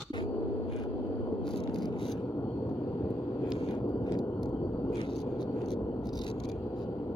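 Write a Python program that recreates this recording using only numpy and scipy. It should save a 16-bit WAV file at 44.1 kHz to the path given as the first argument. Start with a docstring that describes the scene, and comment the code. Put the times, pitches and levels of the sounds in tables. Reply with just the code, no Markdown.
"""Longboard on night asphalt

A longboard coasts over asphalt at night, heard from a phone in the rider's hand.
Random stone kicks, coloured by deck and wheels, make the rumble, flex and roar; one road strength drives all three.
Bearings whirr and sing, air buffets the phone, grit ticks, a sole scuffs and the loaded deck knocks and hums.
Close by, uneven stick-slip noise makes the rider's clothes swish and scratch, and noise bursts snap."""
import sys
import numpy as np
from scipy import signal
from scipy.fft import rfft, irfft, next_fast_len
from scipy.io import wavfile
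from scipy.ndimage import uniform_filter1d, map_coordinates

SR = 44100
rng = np.random.default_rng(int(sys.argv[2]) if len(sys.argv) > 2 else 0)


def unload_wav(signal):
    """Save mono or channel-first audio to the path in sys.argv[1] as 16-bit WAV at rate SR, clipped to [-1, 1]."""
    wavfile.write(
        sys.argv[1],
        SR,
        np.round(np.clip(np.atleast_2d(signal).T, -1, 1) * 32767).astype(np.int16),
    )


N = 315535


def amp(db):
    """Decibels to gain."""
    return 10 ** (np.asarray(db) / 20)


def unit(x):
    """x at rms 1."""
    return x / np.sqrt(np.mean(x ** 2) + 1e-20)


def along(points, hz):
    """Read (Hz, value) points on a log frequency axis."""
    f, v = np.transpose(points)
    return np.interp(np.log(hz + 1), np.log(f + 1), v)


def curves(rows):
    """One value per sample for each column after the time."""
    s, *cols = np.transpose(rows)
    return [np.interp(np.arange(N) / SR, s, c) for c in cols]


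def wobble(rate):
    """A smooth random curve, rate knots a second."""
    knots = rng.standard_normal(int(N * rate / SR) + 4)
    return map_coordinates(knots, [np.arange(N) * rate / SR])


def filtered(x, response):
    """x times a complex response of frequency."""
    m = next_fast_len(N + SR // 2)
    return irfft(rfft(x, m) * response(np.fft.rfftfreq(m, 1 / SR)), m)[..., :N]


def ringing(x, spectrum, size=2048):
    """x through a causal body with the given spectrum and unit energy."""
    cepstrum = irfft(np.log(amp(along(spectrum, np.fft.rfftfreq(size, 1 / SR)))))
    # folding the cepstrum gives minimum phase: the body answers at once
    cepstrum[1:size // 2] *= 2
    cepstrum[size // 2 + 1:] = 0
    answer = irfft(np.exp(rfft(cepstrum)))
    return signal.fftconvolve(x, answer / np.linalg.norm(answer))[:N]


def spread(pair, spectrum, alike):
    """Two unrelated signals become coloured stereo whose centre has rms 1."""
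    def mid_and_side(hz):
        turn = np.arccos(np.clip(along(alike, hz), -1, 1)) / 2
        return amp(along(spectrum, hz)) * [np.cos(turn), np.sin(turn)]

    mid, side = filtered(pair, mid_and_side)
    return np.array([mid + side, mid - side]) / np.std(mid)


def pan(x, left_db):
    """Tip the balance towards the left."""
    return x * amp([[left_db / 2], [-left_db / 2]])


def even(pair, span=0.11):
    """A steady load: the same power over every span of seconds."""
    power = uniform_filter1d(pair.mean(0) ** 2, int(span * SR))
    return pair / np.sqrt(np.abs(power) + 1e-6)


def stroke(start, hold, db, edge, build_db=0):
    """Gain of one movement: it fades in, builds up to db while it holds, and fades out."""
    t = np.arange(N) / SR - start
    outside = np.maximum(np.maximum(-t, t - hold), 0)
    build = build_db * (1 - np.clip(t / hold, 0, 1))
    fade = 20 * np.minimum(outside / edge, 10) ** 1.5
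    return amp(db - build - fade)


def resonance(hz, width_hz):
    """A narrow band of rms 1 that wavers around a steady or moving pitch."""
    phase = 2 * np.pi * np.cumsum(hz * np.ones(N)) / SR
    return unit(wobble(width_hz) * np.cos(phase) + wobble(width_hz) * np.sin(phase))


def asphalt(stones=6000):
    """Kicks of the road's stones, so many a second, on the left and right wheel tracks."""
    return (rng.random((2, N)) < stones / SR) * rng.standard_normal((2, N))


def patchy(pair, depth_db, size=512):
    """The asphalt changes under the wheels: each band swells and sinks on its own."""
    bands = signal.stft(pair, nperseg=size)[2]
    field = rng.standard_normal(bands.shape[1:])
    field = uniform_filter1d(field, size=2, axis=0)  # smooth over frequency
    field = uniform_filter1d(field, size=16, axis=1)  # smooth over time
    return signal.istft(bands * amp(depth_db * unit(field)), nperseg=size)[1][:, :N]


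ROLL_START_S, ROLL_ATTACK_S = 0.13, 0.0071


def rolling():
    """0 until the wheels roll, then a quick rise to 1."""
    return np.clip((np.arange(N) / SR - ROLL_START_S) / ROLL_ATTACK_S, 0, 1)


USUAL_DB = -35  # deck rumble on usual road
PATCH_DB, PATCHES_PER_S = .5, 16  # coarser and finer patches of asphalt
# How hard the road shakes the board. Each row: time in seconds, deck rumble in dB before patches and swells.
ROAD_STRENGTH = [(.13, -38), (.22, -36), (.55, -35), (.72, -37), (1.8, -35), (2.9, -36.5), (3.6, -34),
                 (4.2, -34), (5.2, -35), (5.8, -35), (6.25, -37), (7.15, -36.5)]


def road():
    """dB by which the asphalt shakes the board more than usual."""
    return curves(ROAD_STRENGTH)[0] - USUAL_DB + PATCH_DB * wobble(PATCHES_PER_S)


SWELL_S = 0.053  # from the middle of a swell or dip until its dB falls to 1/e
# Short swells and dips of the rumble and the flex. 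Each row: time of the middle in seconds,
# change of the rumble in dB, change of the flex in dB.
RUMBLE_SWELLS = [(.57, 0.5, 0.5), (1.32, 2.5, -5), (2.43, 1.5, 2.5), (2.68, 2, 4.5), (2.84, 2.5, 2.5),
                 (3.06, 3.5, 8), (3.44, 2.5, 2.5), (3.65, 1.5, 1.5), (3.88, 2, 1), (4.02, 0.5, 3.5),
                 (4.15, 3, 0), (4.41, -1, 4), (4.65, 0.5, 6), (4.77, 0.5, 0.5), (4.9, 3, 1), (5.56, 1, 2.5),
                 (5.78, 2.5, 1.5), (6.58, -1, 4)]


def swells():
    """Short bell-shaped changes in dB of the rumble and of the flex."""
    t = np.arange(N) / SR
    total = np.zeros((2, N))
    for s, rumble_db, flex_db in RUMBLE_SWELLS:
        bell = np.exp(-np.minimum(((t - s) / SWELL_S) ** 2, 20))
        total += np.outer([rumble_db, flex_db], bell)
    return total


# Riding position. Each row: time in seconds, stance from 0 (first position) to 1 (settled).
RIDING_STANCE = [(0, 0), (1.1, 0), (1.5, .6), (2.1, 1), (7.15, 1)]
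# Deck colour in the first position. Each row: frequency in Hz, relative level in dB.
FIRST_DECK_TONE = [(29, -55), (50, -31.5), (91, -5.5), (104, -10), (119, -16), (172, -24), (209, -13.5),
                   (230, -4.5), (258, -4.5), (285, -4.5), (323, -4.5), (375, -4), (455, -3), (575, -15.5),
                   (640, -15), (830, -32.5), (1410, -120)]
# Deck colour in the settled stance. Each row: frequency in Hz, relative level in dB.
SETTLED_DECK_TONE = [(88, -43), (150, -11.5), (194, -3), (291, 2.5), (322, -3), (345, -1), (475, -2.5),
                     (502, -3), (560, -15.5), (640, -14.5), (830, -61.5), (1410, -120)]
# Likeness of left and right, shared by most layers. Each row: frequency in Hz, likeness from 0 to 1.
STEREO_LIKENESS = [(60, 0.95), (120, 0.95), (240, 1), (480, .97), (620, .87), (1000, 0.9), (1350, 0.5),
                   (1890, 0), (3770, 0.1), (7520, 0.02), (15000, 0.2)]


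def deck_rumble(level_db):
    """Stones shake the deck, whose colour crossfades as the rider settles."""
    stance = curves(RIDING_STANCE)[0]
    first = pan(spread(asphalt(), FIRST_DECK_TONE, STEREO_LIKENESS), left_db=1.0)
    settled = pan(spread(asphalt(), SETTLED_DECK_TONE, STEREO_LIKENESS), left_db=0.25)
    blend = np.sqrt(1 - stance) * first + np.sqrt(stance) * settled
    return amp(USUAL_DB + level_db) * even(patchy(blend, depth_db=1.0))


WIDE_DB, WIDE_FADE = -39, 0.4  # level at first, power that shapes the fade
# Colour of the wide rumble. Each row: frequency in Hz, relative level in dB.
WIDE_RUMBLE_TONE = [(24, -54), (40, -18), (83, -6), (124, -0.5), (173, -9.5), (242, -2.5), (292, -21),
                    (330, -24), (430, -59.5), (730, -120)]


def wide_rumble():
    """Low rumble opposed in the two ears; wide at first, it fades over the first two seconds."""
    fade = (1 - curves(RIDING_STANCE)[0]) ** WIDE_FADE  # shares the timing of the stance curve
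    rumble = unit(ringing(asphalt()[0], WIDE_RUMBLE_TONE, size=8192))
    return amp(WIDE_DB) * fade * rumble * [[1], [-1]]


ROAR_DB, ROAR_FOLLOWS = -50, 0.72  # level on usual road, and its dB per dB of road strength
# Colour of the wheel roar. Each row: frequency in Hz, relative level in dB.
ROAR_TONE = [(320, -39), (540, -4.5), (570, -3.5), (616, -6.5), (779, -3.5), (832, -5.5), (997, -9.5),
             (1180, -20), (1430, -17), (1570, -28.5), (2000, -45.5), (2600, -53.5), (4400, -120)]


def wheel_roar(road_db, turn):
    """Stones make the urethane wheels roar, louder on rough road."""
    roar = pan(spread(asphalt(stones=3500), ROAR_TONE, STEREO_LIKENESS), left_db=3.0)
    return amp(ROAR_DB + ROAR_FOLLOWS * road_db + 0.22 * turn) * roar


# Colour of the bearings. Each row: frequency in Hz, relative level in dB.
BEARING_TONE = [(1060, 6.5), (1800, 2), (2190, -4.5), (2610, 1.5), (2840, -1), (3320, -2.5), (3860, -6.5),
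                (4450, 0), (4790, -5), (5200, -20.5), (7000, -23.5), (11900, -36.5)]


def bearing_whirr(turn):
    """Dense random kicks whirr through the bearings' colour; the level wavers."""
    whirr = spread(asphalt(stones=6800), BEARING_TONE, STEREO_LIKENESS)
    return amp(-68 + 2.4 * wobble(1.748) + 0.55 * turn) * whirr


# Wheel speed. Each row: time in seconds, turns a second before a small random waver.
WHEEL_SPEED = [(0, 14), (2, 14.8), (4.5, 19), (7.15, 29)]
# Lead of the left port for the board. Each row: frequency in Hz, lead in radians.
BOARD_PORT_LEAD = [(50, -.4), (100, 0), (200, .2), (450, .5), (600, .75), (900, .5), (1200, 1), (1450, 1.7),
                   (1600, 3)]


def board(road_db, rumble_swell_db):
    """Stones shake deck and wheels; slightly oval wheels throb once a turn."""
    turns = np.cumsum(curves(WHEEL_SPEED)[0] + 0.6 * wobble(5.0)) / SR
    turn = np.sin(2 * np.pi * turns)
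    deck = deck_rumble(road_db + rumble_swell_db + 0.8 * turn)
    wide = wide_rumble()
    wheels = patchy(wheel_roar(road_db, turn) + bearing_whirr(turn), depth_db=1.5)

    def lead(hz):
        return np.exp(.5j * np.outer([1, -1], along(BOARD_PORT_LEAD, hz)))

    return rolling() * (wide + filtered(deck + wheels, lead))


FLEX_DB, FLEX_FOLLOWS = -43, 0.14  # level on usual road, and its dB per dB of rumble
BOUNCE_DB, BOUNCES_PER_S = 1.16, 11  # the flex swells and sinks at random
# Colour of the deck flex. Each row: frequency in Hz, relative level in dB.
FLEX_TONE = [(36, -56), (62, -10), (113, 1), (129, 1), (151, -10), (175, -5), (230, -33), (390, -120)]


def deck_flex(rumble_db, flex_swell_db):
    """The deck flexes under the settled rider, more on rough road, with swells and dips of its own."""
    flex_db = FLEX_DB + FLEX_FOLLOWS * rumble_db + flex_swell_db + BOUNCE_DB * wobble(BOUNCES_PER_S)
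    flex = even(spread(asphalt(), FLEX_TONE, STEREO_LIKENESS), span=0.19)
    return curves(RIDING_STANCE)[0] ** 2 * amp(flex_db) * flex


# A deck hum under the rider's weight. Each row: time in seconds, pitch in Hz, level in dB before a 0.5 dB trim.
DECK_HUM = [(.14, 398.6, -46.5), (.58, 400, -35), (.7, 310, -55), (1, 273.2, -39), (1.35, 237.7, -42.5),
            (1.9, 214.8, -38), (2.15, 209.5, -55.5), (2.5, 210.1, -95.5)]


def sag():
    """One resonance of the deck stands out and sinks in pitch as the rider's weight settles."""
    hz, db = curves(DECK_HUM)
    started = np.arange(N) / SR > DECK_HUM[0][0]
    return amp(db - 0.5) * resonance(hz, width_hz=120) * started


# The deck takes the load. Each row: start in seconds, peak level in dB.
LOAD_KNOCKS = [(0.102, -27)]


def knock(pitch_hz=295, t60=0.031, attack=0.0051):
    """One dull knock of the deck as it takes the load: a quickly damped sine."""
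    out, t = np.zeros(N + SR), np.arange(SR // 10) / SR
    onset = 1 - np.exp(-(t / attack) ** 2)
    ring = amp(-60 * t / t60) * np.sin(2 * np.pi * pitch_hz * t) * onset
    for s, db in LOAD_KNOCKS:
        out[round(s * SR):][:len(t)] += amp(db) * ring / np.abs(ring).max()
    return out[:N]


# Steel rings of the bearings. Each row: centre pitch in Hz, width in Hz.
BEARING_RINGS = [(3066, 400), (4506, 270)]
# Loudness of the rings before flicker. Each row: time in seconds, lower ring in dB, upper ring in dB.
RING_LEVELS = [(.2, -80, -68), (.6, -81, -86), (1, -78, -81.5), (1.4, -78, -82), (2.2, -79.5, -82),
               (2.65, -80, -76), (3.05, -86, -83.5), (4.601, -77, -79), (5.8, -82.5, -81.5),
               (7.15, -80, -85)]


def races(drift=0.02, flicker_db=3.0):
    """The bearing rings sing faintly; they drift in pitch and flicker as the load shifts."""
    out = np.zeros((2, N))
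    for (hz, width), db in zip(BEARING_RINGS, curves(RING_LEVELS)):
        pitch = hz * (1 + drift * wobble(3))
        level = amp(db + flicker_db * wobble(14))
        out += level * np.array([resonance(pitch, width), resonance(pitch, width)])
    return out


# Colour of the ticks. Each row: frequency in Hz, relative level in dB.
TICK_TONE = [(600, -21), (1300, 1), (2400, 1), (4000, 2), (9000, 1.5)]
# Grit pinched against the road. Each row: start in seconds, level in dB, upper edge of the tick in Hz.
GRIT_TICKS = [(0.0203, -37.5, 7500), (.04, -51, 7500), (.764, -51, 9000), (1.6748, -38.5, 3200),
              (1.696, -41, 3200), (3.5206, -31, 5150), (3.535, -50, 6000), (3.688, -43, 4500),
              (3.751, -56.5, 6930), (4.122, -41, 6500), (4.9562, -44, 6970), (4.97, -44, 7500),
              (4.98, -49.5, 5000), (4.989, -50.5, 6000), (5.0152, -38, 6460), (5.033, -52, 6500),
              (5.617, -47, 5035)]


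def grit(t60=0.0074):
    """A grain pops out from under a wheel or sole with a dry tick: a decaying noise burst."""
    pops, t = np.zeros((2, N + SR)), np.arange(SR // 30) / SR
    for s, db, top_hz in GRIT_TICKS:
        dull = signal.butter(4, min(top_hz, SR / 3), fs=SR, output="sos")
        pop = signal.sosfilt(dull, rng.standard_normal((2, len(t))) * amp(-60 * t / t60))
        makeup = np.sqrt(SR / 2 / top_hz)  # restores the power that the low-pass takes
        pops[:, round(s * SR):][:, :len(t)] += amp(db) * makeup * pop
    return np.array([ringing(side[:N], TICK_TONE) for side in pops])


# Colour of the scuff. Each row: frequency in Hz, relative level in dB.
SOLE_TONE = [(53, -14), (90, 3.5), (298, 0.5), (765, -20), (816, -5), (950, -14), (1100, -10.5),
             (1210, -1.5), (1290, -9.5), (1380, -5), (1600, -21.5), (3250, -17.5), (3620, -3.5),
             (3900, -10.5), (4200, -7.5), (4930, -21), (6240, -18.5), (11900, -46.5), (15000, -41.5)]
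# A hard bite, then a light drag. Each row: start in seconds, hold in seconds, level in dB,
# seconds to fade by 20 dB at either end.
SOLE_SCUFFS = [(.008, .015, -38.5, .016), (.03, .075, -58, .022)]


def scuff():
    """A sole scrapes the asphalt: stone kicks under short strokes."""
    gain = sum(stroke(*row) for row in SOLE_SCUFFS)
    return gain * spread(asphalt(stones=6500), SOLE_TONE, STEREO_LIKENESS)


def friction(slips, scatter, size_db, slip_t60, smooth):
    """Cloth sticks and slips at an uneven rate, over a smooth share of sliding; rms 1."""
    times = np.cumsum(np.exp(scatter * rng.standard_normal(N // 40)) / slips)
    sizes = amp(size_db * np.clip(rng.standard_normal(len(times)), -2, 2))
    kicks = np.bincount(np.minimum(times * SR, N).astype(int), sizes ** 2, N + 1)[:N]
    t = np.arange(SR // 40) / SR
    power = np.abs(signal.fftconvolve(kicks, amp(-60 * t / slip_t60) ** 2)[:N])
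    share = np.clip(smooth, 0, 1)
    envelope = np.sqrt(share + (1 - share) * power / power.mean())
    return unit(envelope * rng.standard_normal(N))


SWISH_BUILD_DB = 1.5  # a swish grows this much while it lasts
# Colour of soft cloth. Each row: frequency in Hz, relative level in dB.
SOFT_CLOTH_TONE = [(400, -22.5), (1300, 11.5), (1900, 5), (2450, 8.5), (3600, -1), (4500, -7), (5800, -12),
                   (6800, -8), (8500, -14.5), (11000, -16.5), (15500, -34)]
# Soft cloth swishes. Each row: start in seconds, hold in seconds, level in dB before a 5.5 dB lift,
# seconds to fade by 20 dB at either end.
CLOTH_SWISHES = [(0.148, .018, -53, 0.1), (0.726, .09, -59, .06), (1.47, .4, -68.5, .03),
                 (2.005, 0.112, -64.5, 0.18), (3.47, 0.26, -64, 0.09), (4.099, .035, -63.5, .07),
                 (4.961, .058, -55, .06), (5.293, 0.017, -72, 0.17), (5.61, .025, -66.5, 0.14),
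                 (6.373, .12, -70.5, 0.15)]


def swishes():
    """Soft cloth slides in strokes of fine, uneven slips."""
    sliding = friction(slips=240, scatter=.7, size_db=2.2, slip_t60=.005, smooth=.45)
    gain = sum(stroke(*row, SWISH_BUILD_DB) for row in CLOTH_SWISHES)
    return gain * amp(5.5) * ringing(sliding, SOFT_CLOTH_TONE)


SCRATCH_EDGE_S = .026  # time to fade by 20 dB at either end
# Where the top part of a scratch begins. Each row: frequency in Hz, gain of the top part.
TOP_SHARE = [(4500, 0.021), (7500, 0.87)]
# Stiff cloth scratching. Each row: start in seconds, length in seconds, final level in dB,
# build-up in dB (negative sinks), top part in dB.
CLOTH_SCRATCHES = [(0.141, 0.088, -69.5, -5, -3.5), (1.461, .125, -61, 0.5, -0.5),
                   (1.745, .1, -65, 0.5, -1), (2.0, .12, -55.5, 3, 4.5), (3.5, .22, -70, 0.5, -4.5),
                   (5.065, .15, -60.5, 3, -3.5), (5.405, 0.016, -62.5, 1, -2.5),
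                   (5.704, 0.024, -58, 3.5, -1), (6.05, 0.043, -66, 0, -1), (6.149, .15, -57.5, 4, -.5),
                   (6.774, .055, -67, 0.5, -3)]


def scratching():
    """Stiff cloth drags in a quick run of small slips, each scratch with its own build-up."""
    body, top = np.zeros(N), np.zeros(N)
    slipping = friction(slips=150, scatter=.25, size_db=1.8, slip_t60=.014, smooth=.3)
    for s, length, db, build_db, top_db in CLOTH_SCRATCHES:
        scratch = stroke(s, length, db, SCRATCH_EDGE_S, build_db) * slipping
        body += scratch
        top += (amp(top_db) - 1) * scratch
    return body + filtered(top, lambda hz: along(TOP_SHARE, hz))


# Folds catching and snapping over. Each row: start in seconds, hold in seconds, level in dB before a trim,
# low part in dB before a 10 dB lift, top part in dB before a 19.5 dB lift.
FOLD_SNAPS = [(1.4676, 0.0022, -52.5, -16, -16), (1.478, .001, -48, -12, -16),
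              (1.489, .001, -46, -18.5, -13), (1.5065, 0.0033, -51, -14, -14), (1.514, .004, -54, -10, -14),
              (1.5347, .002, -50, -12, -13), (1.5586, 0.0018, -49, -12, -14),
              (1.5695, 0.0032, -50, -14, -11.5), (1.576, .003, -49.5, -12, -13.5),
              (1.6023, .001, -46, -24, -19), (1.637, .001, -45.5, -21.5, -23.5),
              (1.7427, 0.0024, -49, -9, -16.5), (1.758, 0.0018, -47.5, -2.5, -16),
              (1.7848, 0.0022, -47.5, -19, -18.5), (1.821, .001, -49, -5, -17),
              (1.8295, 0.0024, -51.5, -11, -19.5), (1.8551, .002, -48, -16.5, -20.5),
              (2.029, 0.0022, -52, -12, -14), (2.064, .004, -49, -12.5, -15),
              (2.083, .002, -48.5, -10, -15.5), (2.094, .004, -51, -11, -14.5),
              (2.116, .003, -48, -15, -15.5), (2.12, .003, -46, -21, -15.5),
              (2.695, .001, -64.5, -18, -13.5), (3.1052, .001, -63, -20.5, -5),
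              (3.504, 0.00092, -51, -18, -6), (3.709, .001, -53, 2, -12), (3.8914, .001, -63.5, -5, -6),
              (4.14, 0.0023, -55.5, -18, -23), (4.1888, 0.0019, -46.5, -22, -22.5),
              (4.4307, 0.0018, -47.5, -12.5, -14), (4.456, 0.0033, -56.5, -8.5, -20),
              (4.491, 0.00087, -61.5, -16, -9.5), (5.104, .001, -53, -22, -23),
              (5.133, .002, -55.5, -22, -23), (5.158, .001, -48.5, -22, -19.5),
              (5.164, 0.0023, -49.5, -22, -19), (5.18, .002, -52, -22, -20.5),
              (5.1886, .001, -49, -22, -21.5), (5.2017, .002, -49.5, -24, -20),
              (5.2159, 0.0018, -49, -31, -19), (5.41, .001, -50.5, -17, -18),
              (5.417, .001, -50.5, -20, -19.5), (5.427, .001, -50.5, -16.5, -20),
              (5.659, 0.0012, -48.5, -21.5, -28), (5.684, 0.0022, -51.5, -18, -20),
              (5.705, 0.0018, -47, -18, -18), (5.716, .002, -46.5, -14, -18),
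              (6.055, .002, -53.5, -21, -20), (6.069, 0.0026, -50.5, -21, -17),
              (6.09, .002, -51, -18, -22.5), (6.13, 0.0078, -53.5, -14, -20.5),
              (6.1515, .006, -50, -19, -19), (6.17, .009, -49, -16, -18.5), (6.1881, .004, -45.5, -15, -20),
              (6.2136, .006, -45.5, -15, -22), (6.2355, .003, -46, -14, -20),
              (6.243, .002, -44.5, -12, -19), (6.265, .003, -44.5, -8.5, -21.5),
              (6.277, 0.0048, -46, -8, -20.5), (6.285, .003, -46, -8, -24), (6.3, .002, -46.5, -9, -21),
              (6.3115, .003, -50.5, -12.5, -23.5), (6.4, .003, -47, -9, -22),
              (6.4364, 0.0023, -46, -9, -28.5), (6.446, 0.00325, -48, -9.5, -25.5),
              (6.4526, .002, -45.5, -8, -26), (6.488, .003, -46.5, -15.5, -22),
              (6.495, 0.005, -50.5, -8, -22.5), (6.5162, 0.0012, -45.5, -11, -27)]


def snaps(t60, attack):
    """Each fold lets go with a short rasp of its own length and brightness."""
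    out, t = np.zeros(N + SR), np.arange(SR // 25) / SR
    hz = np.fft.rfftfreq(len(t), 1 / SR)
    onset = 1 - np.exp(-t / attack)
    for s, hold, db, low_db, top_db in FOLD_SNAPS:
        tilt = amp(along([(2400, low_db + 10.0), (4500, 0.0028), (6500, 0), (12000, top_db + 19.5)], hz))
        crack = irfft(rfft(rng.standard_normal(len(t))) * tilt, len(t))
        decay = amp(db - 60 * np.maximum(t - hold, 0) / t60)
        out[round(s * SR):][:len(t)] += decay * crack * onset
    return out[:N]


# Unscattered share of cloth sound. Each row: frequency in Hz, share of the power from 0 to 1.
DIRECT_SHARE = [(1000, .6), (2500, .4), (4200, .8), (6000, .4), (8300, .93), (15000, .93)]
# Lead of the left port for nearby sounds. Each row: frequency in Hz, lead in cycles.
NEARBY_PORT_LEAD = [(0, 0), (1800, .45), (4100, 1), (6200, 1.2), (8400, 1.5), (11000, 2), (13500, 2.5),
                    (15700, 3)]


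def nearby(x, scatter_t60=0.014):
    """A close source reaches the left port first; the moving arm and body scatter part of it."""
    t = np.arange(SR // 30) / SR
    tails = rng.standard_normal((4, 2, len(t))) * amp(-60 * t / scatter_t60)
    tails = tails / np.linalg.norm(tails, axis=2, keepdims=True)
    paths = signal.fftconvolve(x[None, None], tails, axes=2)[..., :N]
    shifting = np.array([wobble(8) for _ in paths])
    weights = shifting / np.linalg.norm(shifting, axis=0)
    scattered = np.sum(paths * weights[:, None], axis=0)

    def share(hz):
        return np.clip(along(DIRECT_SHARE, hz), 0, 1)

    def lead(hz):
        cycles = np.interp(hz, *np.transpose(NEARBY_PORT_LEAD))
        return np.exp(1j * np.pi * np.outer([1, -1], cycles))

    direct = filtered(x, lambda hz: np.sqrt(share(hz)) * lead(hz))
    return direct + filtered(scattered, lambda hz: np.sqrt(1 - share(hz)))


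# Colour of stiff cloth. Each row: frequency in Hz, relative level in dB.
STIFF_CLOTH_TONE = [(700, -26), (2000, 0.5), (3300, -2), (3850, 6), (4300, 1.5), (4750, 5.5), (5400, -4.5),
                    (6100, 1), (7000, -5.5), (7800, -12), (8800, -13), (10200, -9.5), (11200, -14.5),
                    (13500, -8.5), (15500, -20)]


def clothes():
    """Soft cloth swishes; stiff cloth scratches and snaps."""
    cracks = amp(-1.84) * snaps(t60=.012, attack=.0004)
    stiff = ringing(scratching() + cracks, STIFF_CLOTH_TONE)
    return rolling() * nearby(swishes() + stiff)


# Colour of the buffeting. Each row: frequency in Hz, relative level in dB.
BUFFET_TONE = [(15, -1.5), (28, 11.5), (42, 22.5), (56, 30.5), (74, 25), (100, 1), (180, -120)]
# Strength of the passing air. Each row: time in seconds, buffet level in dB.
AIR_LEVEL = [(0, -59), (.9, -56), (1.9, -67.5), (2.9, -64), (3.9, -54.5), (4.07, -49.5), (4.25, -54),
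             (4.68, -44.5), (4.95, -50), (5.5, -60), (5.8, -48.5), (6.03, -44.5), (6.45, -49), (6.62, -51),
             (6.9, -60.5), (7.15, -55)]


def air_buffet():
    """The passing air buffets the phone: deep noise that swells and sinks."""
    noise = rng.standard_normal((2, N))
    return amp(curves(AIR_LEVEL)[0]) * spread(noise, BUFFET_TONE, STEREO_LIKENESS)


# Colour of the night hiss. Each row: frequency in Hz, relative level in dB.
HISS_TONE = [(100, 16.5), (1000, 15.5), (4500, -1.5), (6000, 1.5), (12000, 2), (15500, -2.5)]


def night():
    """A faint even hiss: steady noise, wide in the treble."""
    likeness = [(100, 0.61), (3000, 0.012)]  # Hz, 0 to 1
    return amp(-82.5) * spread(rng.standard_normal((2, N)), HISS_TONE, likeness)


def scene():
    """Board, rider and night air."""
    rumble_swell_db, flex_swell_db = swells()
    road_db = road()
    longboard = board(road_db, rumble_swell_db) + deck_flex(road_db + rumble_swell_db, flex_swell_db)
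    longboard = longboard + sag() + knock() + races() + grit()
    rider = scuff() + pan(clothes(), left_db=-0.5)
    return longboard + rider + air_buffet() + night()


TOP_HZ = 15900


def record(dry):
    """The phone keeps nothing above its band limit."""
    return filtered(dry, lambda hz: hz < TOP_HZ)


dry = scene()
out = record(dry)
unload_wav(out)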